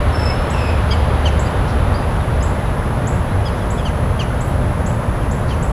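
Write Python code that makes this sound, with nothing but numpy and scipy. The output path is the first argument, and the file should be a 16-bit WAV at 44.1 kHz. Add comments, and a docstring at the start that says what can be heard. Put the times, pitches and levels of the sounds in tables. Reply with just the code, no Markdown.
"""Distant traffic rumbles and roars past an outdoor electrical substation, where transformers hum faintly.
An engine's exhaust drones on one low tone and fades. Small birds whistle, chirp, rasp and call
a high "tsip" and a falling "chuck"; these and one brief crackle echo off the steel frames and the trees.
A camera's electronics add a thin whine and hiss."""
import sys
import numpy as np
from scipy import signal
from scipy.fft import rfft, irfft
from scipy.io import wavfile

SR = 44100
rng = np.random.default_rng(int(sys.argv[2]) if len(sys.argv) > 2 else 0)


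def file_out(sig):
    """Save sig as 16-bit WAV at sys.argv[1]."""
    # one column per channel
    cols = np.atleast_2d(sig).T
    # limit, then scale
    lim = np.clip(cols, -1, 1)
    pcm = np.round(lim * 32767).astype(np.int16)
    wavfile.write(sys.argv[1], SR, pcm)


N = 252252
TIME = np.arange(N) / SR


def from_db(db):
    """Turn decibels into a number to multiply by."""
    return 10 ** (np.asarray(db) / 20)


def rms_one(x):
    """Scale a sound so that its average strength (rms) is 1."""
    return x / np.sqrt(np.mean(x ** 2) + 1e-20)


def drift(turns_per_s):
    """A random wandering curve, about 1 in size."""
    turns = np.arange(0, N / SR + 1 / turns_per_s, 1 / turns_per_s)
    return rms_one(np.interp(TIME, turns, rng.standard_normal(8192)[:len(turns)]))


def noise(spectrum):
    """Noise of strength 1, shaped by rows of frequency and level."""
    hz, db = np.transpose(spectrum)
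    bins = np.maximum(np.arange(N // 2 + 1) * SR / N, 1)
    gain = from_db(np.interp(np.log(bins), np.log(hz), db))
    edges = np.minimum(bins / hz[0], 1) ** 2 * np.minimum(hz[-1] / bins, 1) ** 2
    return rms_one(irfft(rfft(rng.standard_normal(N)) * gain * edges, N))


def phase_of(hz):
    """The growing angle (phase) of a wave whose pitch moves."""
    return 2 * np.pi * np.cumsum(hz) / SR


def progress(length):
    """Runs from 0 to 1 over a call; named u below."""
    return np.linspace(0, 1, int(length * SR))


def swell(u, rise, fall):
    """Fade in and out; rise and fall are shares of the length."""
    fade_in = np.sin(np.pi / 2 * np.clip(u / rise, 0, 1)) ** 2
    fade_out = np.sin(np.pi / 2 * np.clip((1 - u) / fall, 0, 1)) ** 2
    return fade_in * fade_out


def glide(length, start_hz, end_hz, rough):
    """Phase of a note that slides evenly and trembles in pitch."""
    u = progress(length)
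    tremor = np.interp(u * length * 500, np.arange(400), rng.standard_normal(400))
    return phase_of((start_hz + (end_hz - start_hz) * u) * (1 + rough * tremor))


def add(out, start, sound):
    """Mix a sound in at a start time in seconds."""
    at = max(int(start * SR), 0)
    out[at:at + len(sound)] += sound[:max(N - at, 0)]


# The rumble's tone. Each row: frequency in Hz, relative level in dB.
RUMBLE_SPECTRUM = [(15, -17), (25, -7.5), (45, 0.5), (70, 0.5), (105, -1), (140, -5.5), (200, -11),
                   (260, -13), (320, -20.5), (500, -32.5)]
# Brief rises in the rumble. Each row: time of the peak in seconds, rise in dB.
RUMBLE_SWELLS = [(2.47, 4), (4.55, 1)]

def traffic_rumble(level_db=-17.5, waver_db=0.55, half_width_s=0.061):
    """A far road makes a deep noise that wavers and swells twice."""
    swells_db = sum(db * np.exp(-((TIME - peak) / half_width_s) ** 2) for peak, db in RUMBLE_SWELLS)
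    return from_db(level_db + swells_db + waver_db * drift(2.8)) * noise(RUMBLE_SPECTRUM)


# The tone of the tyres' roar and hiss. Each row: frequency in Hz, relative level in dB.
ROAR_SPECTRUM = [(200, -16), (330, -5), (500, 1.5), (700, -1.5), (1000, -2.5), (1400, -6.5), (1900, -12.5),
                 (2600, -22), (4000, -36.5)]
HISS_SPECTRUM = [(1200, -7.5), (2000, 2), (2900, 1.5), (3600, -1), (4600, -9), (6000, -19.5), (9000, -27.5)]
# The roar as time passes. Each row: time in seconds, relative level in dB.
ROAR_LEVELS = [(0.0, -24), (1.23, -24), (2.79, -26), (5.66, -27), (5.72, -27)]

def tyres(hiss_db_per_roar_db=2.8):
    """Tyres roar on the road. As the traffic draws away, their hiss fades faster than their roar."""
    roar_db = np.interp(TIME, *np.transpose(ROAR_LEVELS))
    hiss_db = -39.5 + hiss_db_per_roar_db * (roar_db + 25)
    return from_db(roar_db + 0.99) * noise(ROAR_SPECTRUM) + from_db(hiss_db) * noise(HISS_SPECTRUM)


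def engine(start_hz=76.9, idle_hz=70.0, sag_hz_per_s=2.0, hold_s=1.4, fade_db_per_s=9.5):
    """An exhaust drones, holding its level and then fading, while the firing slows to idle."""
    firing_hz = np.maximum(start_hz - sag_hz_per_s * TIME, idle_hz)
    level_db = -20 - fade_db_per_s * np.maximum(TIME - hold_s, 0) + 2.0 * drift(7.27)
    return from_db(level_db) * np.sqrt(2) * np.sin(phase_of(firing_hz + 0.78 * drift(8.24)))


# The tones of the hum. Each row: pitch in Hz, average level in dB.
HUM_TONES = [(120, -38), (240, -44), (360, -42), (600, -37.3)]

def transformers(waver_db=1.2, waver_hz=1.6):
    """The cores hum at even multiples of the mains frequency; moving air makes each tone waver."""
    out = np.zeros(N)
    for hz, db in HUM_TONES:
        gain = from_db(db + waver_db * drift(5)) * np.sqrt(2)
        out += gain * np.sin(phase_of(hz + waver_hz * drift(9)))
    return out


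# The camera's steady tones. Each row: pitch in Hz, level in dB.
STEADY_TONES = [(8990, -69), (10427, -84), (11267, -77), (12207, -65)]
# The tone of its hiss. Each row: frequency in Hz, relative level in dB.
CAMERA_HISS = [(3000, 2), (6000, 2.5), (9000, -1), (10300, 4.5), (12000, -1), (15000, -8)]

def camera(whine_hz=10226, bursts_per_s=59.94, whine_db=-44.5, hiss_db=-49.0):
    """The electronics whine in one burst per picture scan, over steady tones and hiss."""
    scan = (TIME * bursts_per_s - .08) % 1
    whine = swell(scan / .94, rise=.14, fall=.18) * np.sin(2 * np.pi * whine_hz * scan / bursts_per_s)
    tones = sum(from_db(db) * np.sqrt(2) * np.sin(2 * np.pi * hz * TIME) for hz, db in STEADY_TONES)
    return from_db(whine_db) * whine + tones + from_db(hiss_db) * noise(CAMERA_HISS)


# A two-note song. Each row: start and length in seconds, first and last pitch in Hz, base level in dB,
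# level of the octave in dB against the lowest tone, tremble as a share of the pitch.
SONG_NOTES = [(0.112, 0.234, 2662, 2609, -38.5, 9.5, 0.0098), (0.5, 0.25, 2733, 2460, -33.5, -8.5, 0.037)]

def whistles(third_db=-23.0, flutter_db=3.5, growth_db=5.0, thin_hz=7460, thin_db=-53.0):
    """A bird sings a clear note, then a hoarse falling one; each flutters and grows under a thin tone."""
    out, flutter = np.zeros(N), drift(109.6)
    for start, length, start_hz, end_hz, db, octave_db, rough in SONG_NOTES:
        u, phase = progress(length), glide(length, start_hz, end_hz, rough)
        overtones = np.sin(2 * phase) + from_db(third_db) * np.sin(3 * phase)
        note = from_db(db) * (np.sin(phase) + from_db(octave_db) * overtones)
        thin = from_db(thin_db) * np.sin(glide(length, thin_hz, thin_hz, rough=.012))
        change_db = growth_db * (u - .5) + flutter_db * flutter[int(start * SR):][:len(u)]
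        add(out, start, swell(u, rise=0.24, fall=.3) * from_db(change_db) * (note + thin))
    return out


def twitter(notes_per_s=6.0, low_hz=2390, high_hz=3930, slide_share=0.103, typical_s=0.04, db=-48.0):
    """The farthest birds call at random: faint extra rows for chirps() to play."""
    draws = rng.random((64, 4))[:int(notes_per_s * N / SR)]
    notes = []
    for when, pitch, slide, stretch in draws:
        start_hz = low_hz * (high_hz / low_hz) ** pitch
        end_hz = start_hz * (1 + slide_share * (2 * slide - 1))
        notes.append((when * TIME[-1], typical_s * (.5 + stretch), start_hz, end_hz, db))
    return notes


# Short far notes. Each row: start and length in seconds, first and last pitch in Hz, level in dB.
TREE_CHIRPS = [(.29, 0.051, 2240, 2170, -31.5), (.908, 0.045, 2275, 2227, -30),
               (1.455, 0.026, 4800, 4700, -40), (1.865, 0.03, 3600, 3750, -41),
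               (1.938, 0.032, 4470, 5030, -34.5), (2.402, 0.023, 4850, 5200, -40)]

def chirps(rough=0.0084):
    """Birds call far off in the trees, so only their strongest tone carries."""
    out = np.zeros(N)
    for start, length, start_hz, end_hz, db in list(TREE_CHIRPS) + twitter():
        shape = swell(progress(length), rise=.25, fall=.25)
        add(out, start, from_db(db) * shape * np.sin(glide(length, start_hz, end_hz, rough)))
    return out


# High rising calls. Each row: start in seconds, top pitch in Hz, level in dB.
TSIP_CALLS = [(0.5, 8140, -33), (1.391, 7920, -30.5), (2.423, 7880, -30), (3.069, 7900, -29),
              (3.702, 8000, -33), (4.406, 8130, -33), (4.86, 7870, -31.5), (5.310, 7730, -34.5),
              (5.623, 8100, -33)]

def tsips(length_s=0.0246, sweep_share=0.33, sweep_s=0.0047, rough=0.0063):
    """A bird's almost pure tone shoots up and levels off at its top pitch."""
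    out, tremor = np.zeros(N), drift(560)
    u = progress(length_s)
    sweep = 1 - sweep_share * np.exp(-u * length_s / sweep_s)
    for start, top_hz, db in TSIP_CALLS:
        at = int(start * SR)
        hz = top_hz * (sweep + rough * tremor[at - len(u):at])
        add(out, start, from_db(db) * swell(u, rise=0.16, fall=0.59) * np.sin(phase_of(hz)))
    return out


# Falling calls, near and far. Each row: start and length in seconds, upper and final pitch in Hz,
# base level in dB, third harmonic in dB against the second, bend (1 falls evenly, more drops later).
CHUCK_CALLS = [(0.9, 0.059, 1638, 1270, -24.5, 0, 3.35), (1.247, 0.052, 1626, 1070, -22, -10.5, 1.53),
               (2.19, .06, 1980, 1590, -43, -14, 1.1), (3.446, 0.066, 1730, 1195, -33, 1, 1.9),
               (3.599, 0.067, 1770, 1480, -41, -14, 1.17), (3.768, 0.07, 1830, 1350, -35, -10, 1.3),
               (3.844, .06, 1674, 1093, -28, -9, 1.3), (4.185, 0.059, 1710, 1033, -24, -10.5, 1.2),
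               (5.203, 0.068, 1736, 1060, -40, -19, 1.1), (5.496, 0.065, 1810, 1070, -33, -14, 0.92)]

def chucks(rough=0.025, scoop_share=0.08, beak_cutoff_hz=6800):
    """A bird's harmonics (multiples of its pitch) scoop up, then drop; the fifth comes out late."""
    out, tremor = np.zeros(N), drift(900)
    for start, length, upper_hz, end_hz, db, third_db, bend in CHUCK_CALLS:
        u = progress(length)
        arch_hz = upper_hz * (1 - scoop_share * np.exp(-10 * u)) + (end_hz - upper_hz) * u ** bend
        phase = phase_of(arch_hz * (1 + rough * tremor[int(start * SR):][:len(u)]))
        harmonics_db = {2: 0, 3: third_db, 4: -12.5, 6: -27.0}
        early = sum(from_db(level) * np.sin(k * phase) for k, level in harmonics_db.items())
        late = from_db(-12) * np.sin(2 * phase)
        late += from_db(-15) * (np.sin(5 * phase) + .5 * np.sin(6 * phase))
        voice = early * swell(u, rise=.25, fall=.75) ** 1.5 + late * swell(u, rise=.6, fall=.2)
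        add(out, start, from_db(db) * voice)
    return signal.sosfilt(signal.butter(4, beak_cutoff_hz, fs=SR, output="sos"), out)


# Short hoarse calls. Each row: start and length in seconds, centre frequency in Hz, level in dB.
RASP_CALLS = [(1.667, 0.051, 4570, -44), (3.55, .06, 5200, -51), (5.472, 0.055, 4270, -44)]

def rasps(edge_ratio=1.25):
    """A bird rasps: brief puffs of noise in a narrow band of frequencies."""
    out, white = np.zeros(N), rng.standard_normal(N)
    for start, length, hz, db in RASP_CALLS:
        u = progress(length)
        band = signal.butter(2, [hz / edge_ratio, hz * edge_ratio], "band", fs=SR, output="sos")
        puff = rms_one(signal.sosfilt(band, white[int(start * SR):][:len(u)]))
        add(out, start, from_db(db) * swell(u, rise=0.25, fall=0.33) * puff)
    return out


# One faint crackle: start and length in seconds, level in dB.
CRACKLE_BURST = (4.42, .11, -49)

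def crackle(ticks_per_s=700, band_hz=(8500, 13000)):
    """A brief spray of tiny bright ticks."""
    start, length, db = CRACKLE_BURST
    ticks = rng.standard_normal(N) * (rng.random(N) < ticks_per_s / SR)
    bright = signal.sosfilt(signal.butter(2, band_hz, "band", fs=SR, output="sos"), ticks + 1e-18)
    return from_db(db) * swell((TIME - start) / length, rise=0.53, fall=.3) * rms_one(bright)


def yard_echo(sound, frames_db, trees_db, frames_s=0.18, trees_s=0.57, build_s=0.034):
    """Near steel frames scatter echoes, then a soft tail builds up from the trees."""
    t = TIME[:SR]
    frames = rng.standard_normal(SR) * (rng.random(SR) < 900 / SR) * (t > .004)
    frames *= from_db(-60 * t / frames_s)   # frames_s and trees_s: time to fade by 60 dB
    trees = rng.standard_normal(SR) * (1 - np.exp(-(t / build_s) ** 2)) * from_db(-60 * t / trees_s)
    echoes = (from_db(frames_db) * rms_one(frames) + from_db(trees_db) * rms_one(trees)) / np.sqrt(SR)
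    return sound + signal.fftconvolve(sound, echoes)[:N]


def scene():
    """Mix the echoing birds and crackle with the traffic, hum and camera, in one channel."""
    birds = yard_echo(tsips(), frames_db=-4.5, trees_db=-8.0, frames_s=.15, trees_s=.4)
    birds += yard_echo(chucks(), frames_db=-11.0, trees_db=-12.0, frames_s=.1, trees_s=.8)
    birds += yard_echo(whistles(), frames_db=-4.0, trees_db=-7.0)
    far = yard_echo(chirps() + rasps() + crackle(), frames_db=-6.0, trees_db=-7.0)
    traffic = traffic_rumble() + tyres() + engine()
    return (traffic + transformers() + camera() + birds + far)[None]


def record(dry, cutoff_hz=15100):
    """Fade both ends over a few milliseconds and cut off the highest treble steeply."""
    eased = dry * swell(TIME / TIME[-1], rise=.001, fall=.001)
    return signal.sosfilt(signal.ellip(12, .1, 90, cutoff_hz, fs=SR, output="sos"), eased)


dry = scene()
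out = record(dry)
file_out(out)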